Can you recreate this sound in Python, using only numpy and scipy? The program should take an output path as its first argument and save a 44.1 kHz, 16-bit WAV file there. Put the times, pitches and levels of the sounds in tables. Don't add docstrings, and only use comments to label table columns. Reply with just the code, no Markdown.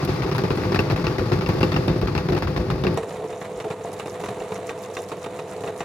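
import sys
import numpy as np
from scipy import signal
from scipy.fft import rfft, irfft, next_fast_len
from scipy.io import wavfile
from scipy.ndimage import map_coordinates

SR = 44100
rng = np.random.default_rng(int(sys.argv[2]) if len(sys.argv) > 2 else 0)


def to_wav(sig):
    pcm = np.clip(np.atleast_2d(sig), -1, 1) * 32767
    pcm = np.round(pcm).astype(np.int16)
    wavfile.write(sys.argv[1], SR, pcm.T)


N = 257544
TIME = np.arange(N) / SR
CUT_S = 2.97
STROKE_HZ, FIRST_STROKE_S = 7.2, .1
SIDE, FRONT = 2, 3

# time_s, clack_db, thud_db, clink_db
HARD_KNOCKS = [(0.076, -31, -29, -32), (0.221, -21, -20, -39), (0.263, -27, -21, -46),
               (0.314, -21, -23.5, -33.5), (0.349, -20.5, -23, -37), (0.381, -19, -42, -47),
               (0.437, -20.5, -21, -45), (0.505, -21, -15.5, -35), (0.573, -25, -23, -38),
               (0.72, -18.5, -15.5, -39), (0.746, -14, -14, -39), (0.759, -19.5, -17, -41),
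               (0.7908, -16, -12.5, -16.5), (0.9, -17, -17, -48), (0.911, -18.5, -20.5, -47),
               (0.961, -21, -16, -46), (1.0425, -20.5, -17.5, -45), (1.0677, -20, -26, -20.5),
               (1.183, -18.5, -18.5, -51), (1.3191, -17, -24, -42), (1.41, -20.5, -30, -50),
               (1.462, -23.5, -20, -27), (1.49, -18.5, -14.5, -34), (1.609, -19, -24, -35),
               (1.6301, -15.5, -10.5, -17.5), (1.719, -17, -25, -51), (1.742, -23, -17, -33),
               (1.763, -18, -24, -24), (1.881, -19.5, -12.5, -24.5), (2.015, -23, -33, -47),
               (2.073, -20, -33, -50), (2.151, -18, -16, -35), (2.164, -35, -18.5, -42),
               (2.178, -19.5, -17.5, -20.5), (2.287, -20, -25, -48), (2.322, -19, -11, -42),
               (2.35, -22.5, -22, -31), (2.368, -19, -19, -53), (2.423, -19.5, -18, -50),
               (2.472, -22.5, -32, -38), (2.563, -19, -21, -42), (2.702, -18.5, -19, -45),
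               (2.838, -18.5, -15, -42), (2.868, -19.5, -14.5, -23), (2.973, -18, -21, -36),
               (3.107, -24, -30, -52), (3.327, -28, -42, -46), (3.415, -23, -29.5, -49),
               (3.601, -22.5, -35, -37), (3.643, -24.5, -33, -54), (3.703, -20.5, -26.5, -42),
               (3.997, -19.5, -28.5, -36), (4.058, -30, -34, -39), (4.201, -29, -30.5, -54),
               (4.238, -22, -27, -40), (4.26, -22, -31.5, -42), (4.286, -23.5, -30.5, -45),
               (4.403, -30, -29.5, -40.5), (4.52, -21.5, -28, -54), (4.693, -20, -31, -33.5),
               (4.848, -27.5, -45, -57), (4.968, -19, -29, -34), (5.117, -21, -29, -47),
               (5.242, -21, -33, -48), (5.261, -28, -31, -43), (5.39, -26.5, -32.5, -40),
               (5.637, -23, -27, -49), (5.675, -21, -28.5, -45), (5.805, -19, -27.5, -34)]
# start_s, level_db, length_s
HOUSING_CLUNKS = [(0.253, -23, 0.012), (0.437, -21, 0.012), (0.502, -22.5, 0.013), (0.584, -22, 0.0083),
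                  (0.718, -21, 0.0071), (0.922, -23.5, 0.015), (1.067, -21.5, .012), (1.212, -20, 0.011),
                  (1.315, -16.5, 0.0096), (1.547, -19, 0.0091), (1.631, -16.5, 0.0081),
                  (1.877, -19, 0.0086), (2.022, -22, 0.018), (2.295, -21, 0.026), (2.334, -22.5, 0.024),
                  (2.844, -21.5, 0.019), (3.036, -36, 0.015), (3.226, -33, .03), (3.575, -32, 0.015),
                  (3.641, -28.5, 0.037), (3.849, -30, 0.0098), (3.886, -32, 0.013), (4.055, -30, 0.0062),
                  (4.398, -30, 0.023), (4.579, -31.5, 0.015), (4.989, -32, 0.024), (5.662, -32.5, 0.043)]
# pitch_hz, bandwidth_hz, side_db, front_db
CASTING_MODES = [(1146, 43, 1.5, -20), (1578, 12, -24, 3), (1884, 16, 1.5, 2.5), (2494, 53, -16, -1.5),
                 (2630, 65, 3, -20), (2906, 23, -19, -3), (3640, 15, 10.5, 6.5), (5370, 47, 6, -15),
                 (5250, 45, -22, 8), (5780, 26, -22, 15), (7250, 87, -20, 11)]


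def grinder_beside():
    # time_s, rattle_db, grind_db
    load = [(0.02, -24, -31), (0.34, -25, -33), (1.19, -26, -33.5), (1.7, -22.5, -32.5),
            (2.03, -24.5, -35.5), (2.42, -27, -36.5), (2.82, -26, -37.5), (2.93, -26, -37.5)]
    # frequency_hz, gain_db
    body = [(25, -50), (53, -32.5), (90, -3.5), (146, 3.5), (193, -2.5), (238, -9.5), (327, -5.5),
            (382, -2.5), (467, -12), (486, -27), (510, -5), (572, -22.5), (618, -13.5), (707, -22),
            (841, -31.5), (900, -25), (1170, -56), (1980, -120)]
    # frequency_hz, gain_db
    barrel = [(410, -15.5), (700, -0.5), (852, 4.5), (946, -0.5), (1150, 0.5), (1640, -5.5), (2330, -9),
              (2700, -12), (3070, -16), (4920, -13), (7390, -28.5), (8530, -34), (12200, -28), (15000, -41),
              (16000, -34)]
    # frequency_hz, correlation
    coherence = [(60, 0.98), (130, 0.99), (290, 0.91), (640, 0.55), (1410, 0.32), (3100, 0.02),
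                 (6820, 0.02), (15000, -0.05)]
    # frequency_hz, difference_db
    balance = [(60, 1.0), (110, 2), (200, 0.48), (380, 0.77), (700, 2.6), (1290, 1.9), (2380, 5.1),
               (4400, 8.2), (8120, 2.2), (15000, 4.3)]
    hits = [k for k in HARD_KNOCKS if k[0] < CUT_S]
    grip = slack(hits, dip_db=-6)
    hits += taps(hits, late_s=-.024, scatter_s=.006, clack_db=-23, thud_db=-24, clink_db=-47)
    drag = aftermath([(k[0], k[1]) for k in hits], level_db=-17.5, delay_s=.0053, width_s=.013)
    shudder = aftermath([(k[0], k[2]) for k in hits], level_db=-8.5, delay_s=.0034, width_s=.02)
    push = surge(late_s=.0015, width_s=.015)
    sound = grip * churn(load, push, drag, shudder, body, barrel, SIDE, rattle_db=.5, grind_db=-2.52,
                         rattle_push_db=1.5, grind_push_db=1, metal_db=-5,
                         rate=500, spread_db=3, smooth_db=3, scrape_t60=.05)
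    sound += knocks(hits, body, barrel, SIDE, clack_db=13, thud_db=22.5, clink_db=25.5, crack_db=15,
                    contact_t60=.021, tail_t60=.085, tail_db=.5, rebound_s=.0098, rebound_db=-5)
    sound += clunks([c for c in HOUSING_CLUNKS if c[0] < CUT_S], SIDE, level_db=-1)
    motor = motor_hum(column=1, waver_db=1) * amp([[.6], [-.6]])
    return stereo(sound, coherence, balance, lead_rad=.33) + motor


def grinder_front():
    # time_s, rattle_db, grind_db
    load = [(3.03, -32, -38.5), (3.36, -35.5, -40.5), (4.38, -34.5, -37.5), (4.64, -36, -39.5),
            (5.66, -36, -39.5), (5.8, -38, -41)]
    # frequency_hz, gain_db
    body = [(53, -55.5), (90, -14), (194, -8), (244, -21.5), (284, -15), (361, -11), (392, -9.5), (438, -2),
            (470, -8), (509, -14.5), (560, -10.5), (620, -14), (668, -7.5), (777, -15.5), (904, -14.5),
            (1000, -19.5), (1300, -73), (2200, -120)]
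    # frequency_hz, gain_db
    barrel = [(530, -15.5), (900, -3), (1020, 0), (1170, 0), (1510, -9), (1900, -7.5), (2040, -8.5),
              (2960, -13.5), (3300, -17), (3770, -13), (5220, -26), (7140, -20.5), (10000, -25),
              (14500, -42), (16000, -37)]
    # frequency_hz, correlation
    coherence = [(60, 1.0), (130, 1.0), (290, 0.98), (640, 0.97), (1410, 0.78), (3100, 0.69), (6820, 0.51),
                 (15000, 0.23)]
    # frequency_hz, difference_db
    balance = [(60, 0.0), (110, 0.0), (200, 0.0), (380, -1.5), (700, -0.5), (1290, -1.0), (2380, -3.5),
               (4400, -2.0), (8120, -3.5), (15000, -3.5)]
    hits = [k for k in HARD_KNOCKS if k[0] >= CUT_S]
    grip = slack(hits, dip_db=-5)
    hits += taps(hits, late_s=.012, scatter_s=.012, clack_db=-29.5, thud_db=-38, clink_db=-54)
    drag = aftermath([(k[0], k[1]) for k in hits], level_db=-19.5, delay_s=.0029, width_s=.018)
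    shudder = aftermath([(k[0], k[2]) for k in hits], level_db=-2.5, delay_s=.0093, width_s=.0084)
    push = surge(late_s=.017, width_s=.0051)
    sound = grip * churn(load, push, drag, shudder, body, barrel, FRONT, rattle_db=-1, grind_db=-6,
                         rattle_push_db=-4, grind_push_db=4.5, metal_db=-19,
                         rate=350, spread_db=.5, smooth_db=.5, scrape_t60=.041)
    sound += knocks(hits, body, barrel, FRONT, clack_db=9.5, thud_db=24.5, clink_db=34.5, crack_db=17,
                    contact_t60=.029, tail_t60=.11, tail_db=-3.5, rebound_s=.0054, rebound_db=-7)
    sound += clunks([c for c in HOUSING_CLUNKS if c[0] >= CUT_S], FRONT, level_db=1.5)
    sound += groan(load, FRONT, level_db=-40.5, load_share=.62)
    sound += smacking(level_db=-5.5, between_db=-56, sizzle_db=-12)
    motor = motor_hum(column=2, waver_db=1.6) * amp([[-.5], [.5]])
    return stereo(sound, coherence, balance, lead_rad=-.13) + motor


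def churn(load, push, drag, shudder, body, barrel, column, rattle_db, grind_db,
          rattle_push_db, grind_push_db, metal_db, rate, spread_db, smooth_db, scrape_t60):
    rattle_load_db, grind_load_db = curves(load)
    contacts = grains(rate, spread_db)
    rattle = unit(ring(contacts + grains(rate=900, spread_db=-2.5), body))
    rasp = ring(scrapes(contacts, scrape_t60) + amp(smooth_db) * rng.standard_normal((2, N)), barrel)
    rasp = unit(rasp + amp(metal_db) * casting_ring(rasp, column))
    rattle_gain = np.hypot(amp(rattle_load_db + rattle_db + rattle_push_db * push), shudder)
    rasp_gain = np.hypot(amp(grind_load_db + grind_db + grind_push_db * push), drag)
    return rattle_gain * rattle + rasp_gain * rasp


def grains(rate, spread_db):
    hit = rng.random(N) < rate / SR
    size = amp(spread_db * np.minimum(rng.exponential(size=N), 3))
    return unit(hit * size * rng.standard_normal((2, N)))


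def scrapes(contacts, t60):
    energy = signal.lfilter([1], [1, -amp(-120 / (t60 * SR))], np.mean(contacts ** 2, axis=0))
    return unit(np.sqrt(energy) * rng.standard_normal((2, N)))


def casting_ring(rasp, column, top_hz=3800):
    return filtered(rasp, lambda hz: resonance(CASTING_MODES, column, hz) / (1 + (hz / top_hz) ** 6))


def surge(late_s, width_s):
    turn = ((TIME - FIRST_STROKE_S - late_s) * STROKE_HZ + .5) % 1 - .5
    return np.exp(-.5 * (turn / STROKE_HZ / width_s) ** 2)


def slack(hits, dip_db, early_s=.005, width_s=.007):
    free = np.max([np.exp(-((TIME - k[0] + early_s) / width_s) ** 2) for k in hits], axis=0)
    return amp(dip_db * free)


def aftermath(hits, level_db, delay_s, width_s):
    power = sum(amp(2 * db) * np.exp(-((TIME - s - delay_s) / width_s) ** 2) for s, db in hits)
    return amp(level_db) * np.sqrt(power)


def knocks(hits, body, barrel, column, clack_db, thud_db, clink_db, crack_db,
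           contact_t60, tail_t60, tail_db, rebound_s, rebound_db):
    # frequency_hz, gain_db
    clack_tilt = [(600, 2), (2500, 4.5), (5000, 0.5), (9000, -8), (15000, 1)]
    # frequency_hz, gain_db
    crack_colour = [(900, -15), (2200, -9), (2750, 12.5), (3300, -22), (4300, -4.5), (5100, -7),
                    (5700, -14), (7500, -27), (12000, -29)]
    clacks, cracks, pushes = np.zeros((3, 2, N))
    for s, clack, thud, clink in hits:
        add(clacks, s, amp(clack + clack_db) * rippled(blow(contact_t60, tail_t60, tail_db)))
        bounce_s = s + rebound_s * (.5 + rng.random())
        add(clacks, bounce_s, amp(clack + clack_db + rebound_db) * blow(contact_t60, tail_t60, tail_db))
        add(clacks, s + .001112, amp(clink + clink_db) * chime(column, vary_db=4))
        add(cracks, s, amp(clink + crack_db) * blow(contact_t60=.012, tail_t60=tail_t60, tail_db=-9))
        add(pushes, s + .00089, amp(thud + thud_db) * np.array([[-1], [.5 * rng.normal()]]))
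    return ring(clacks, barrel, clack_tilt) + ring(cracks, crack_colour) + ring(pushes, body)


def taps(hard, late_s, scatter_s, clack_db, thud_db, clink_db, spread_db=2.5):
    strokes = FIRST_STROKE_S + late_s + np.arange(int(N / SR * STROKE_HZ)) / STROKE_HZ
    chance = rng.uniform(-1.4, 1, (len(strokes), 4))
    free = [min(abs(s - k[0]) for k in hard) > .02 for s in strokes]
    levels_db = np.array([clack_db, thud_db, clink_db])
    return [(s + scatter_s * c[0], *(levels_db + spread_db * c[1:]))
            for s, c in zip(strokes[free], chance[free])]


def blow(contact_t60, tail_t60, tail_db):
    t = np.arange(SR // 4) / SR
    decays = amp(-60 * t / np.array([contact_t60, tail_t60])[:, None, None])
    contact, tail = rng.standard_normal((2, 2, len(t))) * decays
    return (unit(contact) + amp(tail_db) * unit(tail)) / np.sqrt(len(t))


def rippled(burst, spacing_hz=260, depth_db=2.5):
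    size = burst.shape[1]
    knot = np.fft.rfftfreq(size, 1 / SR) / spacing_hz
    ripple = map_coordinates(rng.standard_normal(int(knot[-1]) + 4), [knot])
    margin = SR // 400
    spectrum = rfft(np.roll(burst, margin, axis=1)) * amp(depth_db * ripple)
    coloured = irfft(spectrum, size)[:, margin:-margin]
    return coloured * np.linalg.norm(burst) / np.linalg.norm(coloured)


def chime(column, vary_db):
    t, modes = np.arange(SR // 4) / SR, np.array(CASTING_MODES)
    hz, width = modes[:, :1], modes[:, 1:2]
    level, other = rng.standard_normal((2, len(modes)))
    waves = 2 * np.pi * width / SR * np.exp(-np.pi * width * t) * np.cos(2 * np.pi * hz * t)
    gains = amp(modes[:, column] + vary_db * level)
    return np.array([gains, gains * other]) @ waves


def clunks(rows, column, level_db):
    sound, t = np.zeros((2, N)), np.arange(SR // 4) / SR
    response = housing(column, np.fft.rfftfreq(len(t), 1 / SR))
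    for s, db, length_s in rows:
        shove = rng.standard_normal((2, len(t))) * (t < length_s)
        clunk = irfft(rfft(shove) * response, len(t))
        clunk /= np.linalg.norm(clunk, axis=1, keepdims=True)
        add(sound, s, amp(db + level_db) * np.sqrt(length_s * SR) * clunk)
    return sound


def groan(load, column, level_db, load_share, flutter_db=1.3):
    load_db = curves(load)[0]
    excess_db = load_db - load_db[round(CUT_S * SR):].mean()
    gain = amp(level_db + load_share * excess_db + flutter_db * wobble(24))
    return gain * unit(filtered(rng.standard_normal((2, N)), lambda hz: housing(column, hz)))


def housing(column, hz, low_hz=150, high_hz=900):
    # pitch_hz, bandwidth_hz, side_db, front_db
    modes = [(314, 19, -7, -20.5), (362.5, 25, 11.5, -13), (437, 29, -1.5, 1.5), (664, 30.5, -10.5, -1),
             (688, 64, -35.5, -17)]
    return resonance(modes, column, hz) * hz ** 4 / (hz ** 4 + low_hz ** 4) / (1 + (hz / high_hz) ** 6)


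def table_throb(swell_db, late_s, width_s, steady_db, uneven_db):
    # frequency_hz, gain_db
    wood = [(20, -66), (35, -58), (46, -4), (58, 6.5), (68, 0.5), (77, -7), (95, -4.5), (125, -5),
            (220, -55)]
    # time_s, level_db
    shaking = [(0.0, -20.5), (1.7, -16), (2.89, -12), (2.99, -38.5), (5.84, -49)]
    swells = amp(swell_db + uneven_db * wobble(STROKE_HZ)) * surge(late_s, width_s)
    analytic = signal.hilbert(ring(rng.standard_normal((1, N)), wood)[0])
    even = np.cos(np.angle(analytic))[None]
    rumble = unit(ring(even, [(32, -18.5), (47, .5), (110, 7.5), (250, -24.5)]))
    return rumble * amp(curves(shaking)[0]) * (swells + amp(steady_db)) * amp([[.5], [-.5]])


def squelch(side_db, front_db, crackle_db):
    # start_s, level_db, pitch_hz
    pockets = [(0.05, -24, 12900), (0.382, -26.5, 15500), (0.5741, -37, 11000), (0.7447, -33, 14700),
               (0.7574, -36, 7220), (0.7901, -41, 8100), (0.8046, -34, 12300), (0.8994, -43, 7070),
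               (0.9617, -38, 11000), (1.3189, -41, 7060), (1.487, -34, 12500), (1.6062, -35, 12300),
               (1.7424, -37, 14800), (2.0138, -35, 15100), (2.1495, -42, 7000), (2.177, -46, 7050),
               (2.3476, -38, 11300), (2.388, -36, 8580), (2.4219, -40, 10600), (2.8374, -37, 9390),
               (2.974, -25.5, 6960), (3.094, -36, 7040), (3.4136, -40, 7120), (3.8866, -38, 7310),
               (3.936, -34, 7140), (4.2114, -37, 9810), (4.2373, -38, 7610), (4.836, -32, 7360),
               (4.951, -30, 7110), (5.0865, -32, 7170), (5.2404, -37, 9510), (5.5648, -35, 7260),
               (5.6074, -34, 8200), (5.764, -39, 7100)]
    crackle = bubbles(rate=90, spread_db=8, low_hz=8000, high_hz=16000, life_s=.0003)
    sound = (TIME < CUT_S) * amp(crackle_db) * crackle
    for s, db, hz in pockets:
        if s < CUT_S:
            burst = amp(db + side_db) * pop(hz, contact_t60=.008, tail_t60=.04, octaves=.35, broad_db=-5)
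        else:
            burst = amp(db + front_db) * pop(hz, contact_t60=.018, tail_t60=.08, octaves=.25, broad_db=-10)
        add(sound, s, burst)
    return sound


def pop(pitch_hz, contact_t60, tail_t60, octaves, broad_db):
    # frequency_hz, gain_db
    mince = [(600, -20), (1500, 3), (4000, 17), (7000, 1), (11000, 3), (15500, -3)]
    snap = blow(contact_t60, tail_t60, tail_db=-4)
    size = snap.shape[1]
    hz = np.fft.rfftfreq(size, 1 / SR)
    peak = np.exp(-.5 * (np.log2((hz + 1) / pitch_hz) / octaves) ** 2)
    colour = peak + amp(broad_db + along(mince, hz))
    return unit(irfft(rfft(snap) * colour, size)) / np.sqrt(size)


def smacking(level_db, between_db, sizzle_db, clump_db=2):
    # middle_s, level_db, length_s
    tears = [(3.117, -46, 0.043), (3.297, -50.5, .05), (3.406, -50, 0.038), (3.58, -49.5, 0.039),
             (3.66, -51, .03), (3.707, -52, 0.027), (3.834, -49, 0.04), (3.932, -43, 0.024),
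             (3.99, -48, 0.033), (4.103, -46.5, 0.047), (4.247, -44, 0.063), (4.387, -51, .08),
             (4.542, -46.5, 0.051), (4.684, -42.5, 0.034), (4.805, -43, 0.027), (4.84, -43.5, 0.028),
             (4.97, -45.5, 0.078), (5.018, -44, 0.033), (5.093, -46, 0.024), (5.188, -50, 0.031),
             (5.233, -46.5, 0.034), (5.38, -49, .04), (5.507, -47.5, .045), (5.647, -44.5, 0.043),
             (5.79, -43.5, 0.033)]
    # frequency_hz, gain_db
    colour = [(2500, -62), (4800, -5), (5800, 0.5), (6400, -0.5), (7100, 3), (7800, -5.5), (8900, -5),
              (9700, -3.5), (12000, -6.5), (16000, -10)]
    power = amp(2 * between_db)
    power += sum(amp(2 * db) * .5 ** ((2 * (TIME - s) / length_s) ** 2) for s, db, length_s in tears)
    snaps = bubbles(rate=1100, spread_db=7, low_hz=4500, high_hz=12000, life_s=.00028)
    clumps = amp(level_db + clump_db * wobble(90))
    sizzle = amp(sizzle_db) * rng.standard_normal((2, N))
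    return np.sqrt(power) * clumps * unit(ring(snaps + sizzle, colour))


def bubbles(rate, spread_db, low_hz, high_hz, life_s):
    t = np.arange(SR // 200) / SR
    when, pitch, size, life, *phases = rng.random((int(rate * N / SR), 6)).T[..., None]
    hz = low_hz * (high_hz / low_hz) ** pitch
    envelope = amp(-spread_db * np.log(size + .05)) * np.exp(-t / (life_s * (.5 + life)))
    at = ((when * N).astype(int) + np.arange(len(t))).ravel()
    versions = [envelope * np.sin(2 * np.pi * (hz * t + phase)) for phase in phases]
    return unit(np.array([np.bincount(at, snaps.ravel(), N)[:N] for snaps in versions]))


def motor_hum(column, waver_db, hum_hz=100.08):
    # multiple, side_db, front_db
    lines = [(1, -38, -53), (2, -47, -55), (3, -48, -56), (5, -39.5, -39.5), (6, -53, -57)]
    sound = np.zeros(N)
    for line in lines:
        gain = amp(line[column] + waver_db * wobble(11))
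        phase = 2 * np.pi * (line[0] * hum_hz * TIME + rng.random()) + .038 * wobble(5)
        sound += gain * np.sin(phase)
    return np.sqrt(2) * sound


def stereo(pair, coherence, balance, lead_rad):
    def width(hz):
        return np.tan(np.arccos(np.clip(along(coherence, hz), 0, 1)) / 2)
    mid, other = pair
    left_lead = filtered(mid, lambda hz: 1j * np.sin(lead_rad) * width(hz))
    side = left_lead + np.cos(lead_rad) * filtered(other, width)
    ears = np.array([mid + side, mid - side])
    return filtered(ears, lambda hz: amp(np.outer([.5, -.5], along(balance, hz))))


def resonance(modes, column, hz):
    return sum(amp(m[column]) * 1j * hz * m[1] / (m[0] ** 2 - hz ** 2 + 1j * hz * m[1]) for m in modes)


def ring(x, *colours, size=8192):
    hz = np.fft.rfftfreq(size, 1 / SR)
    cepstrum = irfft(np.log(amp(sum(along(c, hz) for c in colours)) + 1e-5))
    cepstrum[1:size // 2] *= 2
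    cepstrum[size // 2 + 1:] = 0
    impulse = irfft(np.exp(rfft(cepstrum)))
    return signal.fftconvolve(x, impulse[None] / np.linalg.norm(impulse), axes=1)[:, :N]


def filtered(x, response):
    size = next_fast_len(N + SR // 2)
    return irfft(rfft(x, size) * response(np.fft.rfftfreq(size, 1 / SR)), size)[..., :N]


def add(track, s, burst):
    part = track[:, max(round(s * SR), 0):][:, :burst.shape[1]]
    part += burst[:, :part.shape[1]]


def wobble(rate):
    return map_coordinates(rng.standard_normal(int(N * rate / SR) + 4), [np.arange(N) * rate / SR])


def curves(rows):
    time_s, *columns = np.transpose(rows)
    return [np.interp(TIME, time_s, values) for values in columns]


def along(points, hz):
    knots_hz, values = np.transpose(points)
    return np.interp(np.log(hz + 1), np.log(knots_hz + 1), values)


def unit(x):
    return x / np.sqrt(np.mean(x ** 2) + 1e-20)


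def amp(db):
    return 10 ** (np.asarray(db) / 20)


def scene():
    after_cut = np.clip((TIME - CUT_S) / .0082 + .5, 0, 1)
    machine = np.sqrt(1 - after_cut) * grinder_beside() + np.sqrt(after_cut) * grinder_front()
    table = table_throb(swell_db=-13.5, late_s=.0032, width_s=.015, steady_db=-24, uneven_db=4)
    return machine + table + squelch(side_db=14.5, front_db=13, crackle_db=-63.5)


def record(dry):
    return filtered(dry, lambda hz: hz < 16000)


dry = scene()
out = record(dry)
to_wav(out)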